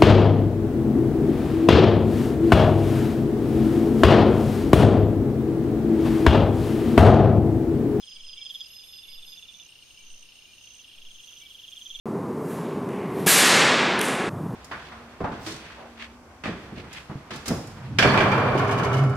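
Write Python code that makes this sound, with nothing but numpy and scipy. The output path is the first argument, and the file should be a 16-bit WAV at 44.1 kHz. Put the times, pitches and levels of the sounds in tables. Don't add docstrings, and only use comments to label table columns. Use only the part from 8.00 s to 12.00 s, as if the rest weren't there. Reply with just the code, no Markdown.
import sys
import numpy as np
from scipy import signal
from scipy.fft import rfft, irfft
from scipy.io import wavfile
from scipy.ndimage import map_coordinates

SR = 44100
rng = np.random.default_rng(int(sys.argv[2]) if len(sys.argv) > 2 else 0)


def master_out(mix):
    frames = np.transpose(np.atleast_2d(mix))
    ceiling = np.clip(frames, -1, 1)
    pcm = np.round(ceiling * 32767).astype(np.int16)
    wavfile.write(sys.argv[1], SR, pcm)


N = 176400


def undb(db):
    return 10 ** (np.asarray(db) / 20)


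def clock(length):
    return np.arange(int(length * SR)) / SR


def add(out, start, x):
    i = int(round(start * SR))
    first, last = max(i, 0), min(i + len(x), N)
    if last > first:
        out[first:last] += x[first - i:last - i]


def curve(rows):
    return undb(np.interp(np.arange(N) / SR, *np.array(rows).T))


def sine(hz):
    return np.sin(2 * np.pi * np.cumsum(hz) / SR)


def gate(t, length, fade_s):
    return np.clip(np.minimum(t, length - t) / fade_s, 0, 1)


def noise(shape):
    hz = np.arange(N // 2 + 1) * SR / N
    x = irfft(rfft(rng.standard_normal(N)) * shape(hz), N)
    return x / x.std()


def band(hz, width_hz):
    return noise(lambda f: (1 + ((f - hz) / width_hz) ** 2) ** -2)


def wide(make, likeness):
    return np.sqrt(likeness) * make() + np.sqrt(1 - likeness) * np.array([make(), make()])


def place(x, pan_db, echo_db, echo_s):
    u, t = clock(.5), np.arange(N) / SR
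    tail = rng.standard_normal((2, len(u))) * np.exp(-np.log(1000) * u / echo_s) * (u > .002)
    tail /= np.sqrt((tail ** 2).sum(axis=1, keepdims=True))
    echo = undb(echo_db) * signal.fftconvolve(x[None], tail, axes=1)[:, :N]
    left_lead_s = np.tanh(pan_db / 2) * .000028
    left = map_coordinates(x, [(t + left_lead_s) * SR], mode="mirror")
    return (np.array([left, x]) + echo) * undb(np.array([[pan_db], [-pan_db]]) / 2)


def distant_chorus():
    # (frequency [Hz], relative level [dB])
    air = [(25,14),(100,8.5),(300,3.5),(800,-1),(2000,-3),(2700,4.5),(3600,9),(4500,3.5),(5600,2),(6600,-2),(7600,-14.5),(9500,-6),(12000,-9.5),(15500,-21)]
    # (pitch [Hz], width [Hz], level [dB], flutter [dB])
    haze = [(2440,182,-70.5,3),(2995,320,-60,2),(5175,55,-70,3),(5330,120,-71,2.5),(4290,14,-80,3.5),(6590,70,-75,2),(9395,65,-74.5,2.5),(8720,180,-73.5,2.5)]
    # (time [s], relative level [dB])
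    crowd = [(0.0, -62), (0.79, -62), (1.1, -72), (1.37, -61), (1.5, -66), (1.57, -64), (1.67, -68),
             (1.69, -77), (1.89, -61), (2.23, -65), (2.25, -67.5), (2.75, -62), (2.91, -72), (3.14, -58.5),
             (3.42, -65), (3.44, -67), (3.91, -56.5), (4.0, -58)]
    air_hz, air_db = np.array(air).T
    air_shape = lambda f: undb(np.interp(np.log(f + 1), np.log(air_hz), air_db))
    out = undb(-57) * wide(lambda: noise(air_shape), likeness=.38)
    for hz, width, db, flutter_db in haze:
        out += undb(db + flutter_db * band(0, 40)) * wide(lambda: band(hz, width), likeness=.38)
    flutter = undb(.5 + 2 * band(0, 76))
    return out + flutter * curve(crowd) * wide(lambda: band(6294, 430), likeness=.17)


def low_crickets():
    # (start [s], length [s], pitch [Hz], relative level [dB])
    chirps = [(-.03,.08,5030,-52.5),(0.061,.08,5090,-47),(0.087,.085,4950,-46.5),(0.209,.11,5130,-50),(.26,.085,4980,-44),(.37,.1,5140,-48),(.42,.08,5000,-45.5),(0.539,.11,5080,-49),(0.591,.08,4970,-44.5),(0.709,.1,5076,-47.5),(0.746,.08,5010,-45),(.87,.11,5120,-49),(0.922,.085,4980,-44.5),(1.087,.085,4970,-45),(1.263,.08,4980,-45)]
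    stroke_s, fall_hz = .0135, 90
    out, t = np.zeros(N), clock(stroke_s)
    for at, length, hz, db in chirps:
        for lag in np.arange(0, length - stroke_s / 2, stroke_s):
            tone = sine(hz + 28 * rng.standard_normal() - fall_hz * (t / t[-1] - .5))
            add(out, at + lag, undb(db - 2) * gate(t, t[-1], fade_s=.0028) * tone)
    return place(out, pan_db=-2.5, echo_db=-3, echo_s=.33)


def scrapes(strokes, hz, rise_hz, grain_hz, rough):
    out, teeth = np.zeros(N), noise(lambda f: 1 / (1 + (f / grain_hz) ** 6))
    for at, length, db in strokes:
        t = clock(length)
        tone = sine(hz + rise_hz * (t / length - .5))
        add(out, at, undb(db) * gate(t, length, fade_s=.021) * tone)
    return out * (1 + rough * teeth) * np.sqrt(2 / (1 + rough ** 2))


def lisping_bush_cricket():
    starts = [.02,.12,.22,0.321,.41,.49,.62,.73,.83,0.939,1.06,1.179,1.25,1.38,1.499,1.66,1.79,1.87,1.96,2.08,2.191,2.32,2.501,2.6,2.721,2.86,2.939,3.08,3.2,3.36,3.48,3.66,3.759,3.93]
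    length_s, db = .069, -69
    lisps = scrapes([(at, length_s, db) for at in starts], hz=8610, rise_hz=394, grain_hz=174, rough=2.2)
    return place(lisps, pan_db=-1, echo_db=2.5, echo_s=.22)


def trill(notes, pulses, hz, effort_hz, jitter):
    decay_s, octave_db = .0098, -26
    out, loudest_db = np.zeros(N), max(db for _, db in notes)
    for at, db in notes:
        note_hz = hz + effort_hz * undb(db - loudest_db)
        for lead, length, ratio, fall, pulse_db in pulses:
            t = clock(length)
            pulse_hz = note_hz * ratio * (1 + jitter * rng.standard_normal())
            glide = pulse_hz * (1 - fall * (t / length - .5))
            tone = sine(glide) + undb(octave_db) * sine(2 * glide)
            loudness = gate(t, length, fade_s=.00112) * np.exp(-t / decay_s)
            add(out, at - lead, undb(db + pulse_db) * loudness * tone)
    return out


def near_froglet():
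    # (time [s], relative level [dB])
    notes = [(.038,-42.5),(.081,-43),(.123,-43.5),(.167,-41.5),(.208,-42),(.251,-43.5),(.295,-41),(.338,-42),(.381,-38.5),(.423,-36),(.465,-35),(.508,-34),(.556,-32.5),(.614,-33),
             (2.637,-56),(2.677,-50),(2.722,-54),(2.765,-53),(2.808,-49),(2.851,-49),(2.897,-49.5),(2.94,-48),(2.986,-48.5),(3.027,-47),(3.071,-46),(3.114,-46),(3.159,-46),(3.202,-46),(3.245,-45.5),(3.29,-44.5),(3.333,-45.5),(3.377,-46),(3.423,-44),(3.467,-43.5),(3.511,-43.5),(3.554,-42.5),(3.599,-42.5),(3.643,-41.5),(3.687,-42),(3.732,-40),(3.776,-39),(3.821,-39),(3.866,-37),(3.91,-35.5),(3.957,-33.5),(4.004,-35)]
    # (head start [s], length [s], pitch [ratio], pitch fall [share], relative level [dB])
    pulses = [(.0145,.006,1.095,-0.12,-8.5),(.0081,.0062,1.068,-.07,-2.5),(.0018,.0108,1.003,.025,-.5)]
    call = undb(5.3) * trill(notes, pulses, hz=3102, effort_hz=148, jitter=.0084)
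    return place(call, pan_db=-1.8, echo_db=-8.5, echo_s=.2)


def ticking_frog():
    ticks = [.09,0.124,0.167,0.236,.268,.3,.333,.362,0.393,.43,.465,0.498,.647,.673,.705,.735,0.767,.799,.839,.935,.96,.989,1.022,1.055,1.086,1.119,1.156,1.195,1.251,1.327,1.362,1.396,1.427,1.456,1.486,1.526,1.6,1.629,1.661,1.693,1.725,1.757,1.791,1.826,1.909,1.947,1.977,2.01,2.039,2.072,2.105,2.142,2.23,2.257,2.29,2.323,2.356,2.391,2.425,2.456,2.536,2.583,2.613,2.643,2.674,2.708,2.746,2.794,2.845,2.882,2.917,2.952,2.985,3.02,3.053,3.088,3.185,3.205,3.237,3.273,3.303,3.332,3.364,3.403,3.436,3.523,3.583,3.62,3.652,3.683,3.719,3.756,3.794,3.93,3.963,3.992]
    ring_hz, drop_hz, decay_s, lead_s = 2744, 480, .0055, .002313
    out, t = np.zeros(N), clock(.022)
    loudness = gate(t, .02, fade_s=.0009) * np.exp(-t / decay_s)
    for at in ticks:
        tone = sine(rng.normal(ring_hz, 15) + drop_hz * np.exp(-t / .0014))
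        add(out, at - lead_s, undb(rng.normal(-41.5, .59)) * loudness * tone)
    return place(out, pan_db=0, echo_db=-13.5, echo_s=.18)


def whistling_frogs():
    # (start [s], top pitch [Hz], level [dB])
    whistles = [(.14,2310,-60.5),(.362,2328,-52.5),(1.06,2230,-62),(1.46,2430,-62),(1.54,2350,-64),(1.64,2480,-63),(1.97,2350,-58),(2.46,2433,-57),(2.74,2340,-67),(2.93,2500,-62),(3.402,2320,-53),(3.93,2310,-62)]
    length_s, arch_hz = .081, 94
    out, t = np.zeros(N), clock(length_s)
    for at, hz, db in whistles:
        tone = sine(hz - arch_hz * (2 * t / length_s - 1) ** 2)
        add(out, at, undb(db) * gate(t, length_s, fade_s=.027) * tone)
    return place(out, pan_db=-.5, echo_db=-8, echo_s=.35)


def rasping_bush_cricket():
    # (start [s], length [s], level [dB])
    rasps = [(.485,.12,-63),(.65,0.12,-61),(.82,0.15,-61.5),(1.015,.155,-61.5),(1.21,0.15,-61.5)]
    hz, rise_hz = 11470, 444
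    core = scrapes(rasps, hz, rise_hz, grain_hz=277, rough=6)
    fizz = undb(-12) * scrapes(rasps, hz, rise_hz, grain_hz=1500, rough=6)
    return place(core + fizz, pan_db=2, echo_db=2.5, echo_s=.42)


def answering_froglet():
    # (time [s], relative level [dB])
    notes = [(.65,-52),(.697,-52),(.746,-49),(.796,-47),(.843,-46),(.895,-46),(.942,-44.5),(.991,-44),(1.04,-43),(1.089,-43),(1.138,-43.5),(1.187,-43.5),(1.235,-42),(1.286,-43.5),(1.334,-42),(1.381,-42.5),(1.433,-42.5),(1.493,-42),(1.55,-44),(1.606,-43)]
    # (head start [s], length [s], pitch [ratio], pitch fall [share], relative level [dB])
    pulses = [(.015,0.0042,1.03,-.12,-6),(.009,0.0051,1.025,-.11,-1),(.0035,.0145,1,.02,0)]
    call = undb(2) * trill(notes, pulses, hz=3462, effort_hz=22, jitter=.005)
    return place(call, pan_db=-4, echo_db=-3, echo_s=.096)


def animal_in_grass():
    # (time [s], relative level [dB])
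    rustle = [(1.5, -72), (2.31, -74), (3.18, -71), (3.2, -67), (3.99, -64.5), (4.0, -65)]
    # (time [s], pitch [Hz], width [Hz], level [dB])
    snaps = [(2.815,10000,1500,-68),(3.308,1700,1400,-63)]
    t = np.arange(N) / SR
    fade_in = np.clip((t - 1.2) / .34, 0, 1)
    flutter = undb(.5 + 1.2 * band(0, 60))
    out = flutter * curve(rustle) * fade_in * wide(lambda: band(11800, 4200), likeness=.17)
    for at, hz, width, db in snaps:
        burst = np.clip((t - at) / .004, 0, 1) * np.exp(-abs(t - at) / .023)
        out += undb(db) * burst * band(hz, width)
    return out


def swelling_cricket():
    # (last stroke [s], length [s], relative level [dB])
    chirps = [(1.672,0.18,-48),(2.232,0.22,-48),(2.822,0.23,-47),(3.425,0.23,-47.5),(4.027,0.25,-48)]
    hz, sag_hz, spacing_s, swell_s = 6150, 420, .0158, .06
    out, t = np.zeros(N), clock(.0115)
    for end, length, db in chirps:
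        for before_end in np.arange(t[-1], length, spacing_s):
            tone = sine(rng.normal(hz, 30) - sag_hz * (t / t[-1]) ** 4)
            swell = min((length - before_end) / swell_s, 1)
            add(out, end - before_end, undb(db - 6) * swell * gate(t, t[-1], fade_s=.0041) * tone)
    return place(out, pan_db=-16, echo_db=-12, echo_s=.15)


def scene():
    frogs = near_froglet() + ticking_frog() + whistling_frogs() + answering_froglet()
    insects = low_crickets() + lisping_bush_cricket() + rasping_bush_cricket() + swelling_cricket()
    return distant_chorus() + frogs + insects + animal_in_grass()


def record(dry):
    first_s, spacing_s, width_s, top_hz = .2124, .939, .033, 15700
    t = np.arange(N) / SR
    beats = np.arange(first_s, N / SR + width_s, spacing_s)
    bumps = sum(np.exp(-.5 * ((t - at) / width_s) ** 2) for at in beats)
    low_cut = signal.butter(2, 5.2, "high", fs=SR, output="sos")
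    throb = -undb(-33) * signal.sosfilt(low_cut, bumps)
    treble_cut = signal.ellip(10, .2, 70, top_hz, fs=SR, output="sos")
    return signal.sosfilt(treble_cut, dry + throb)


dry = scene()
out = record(dry)
master_out(out)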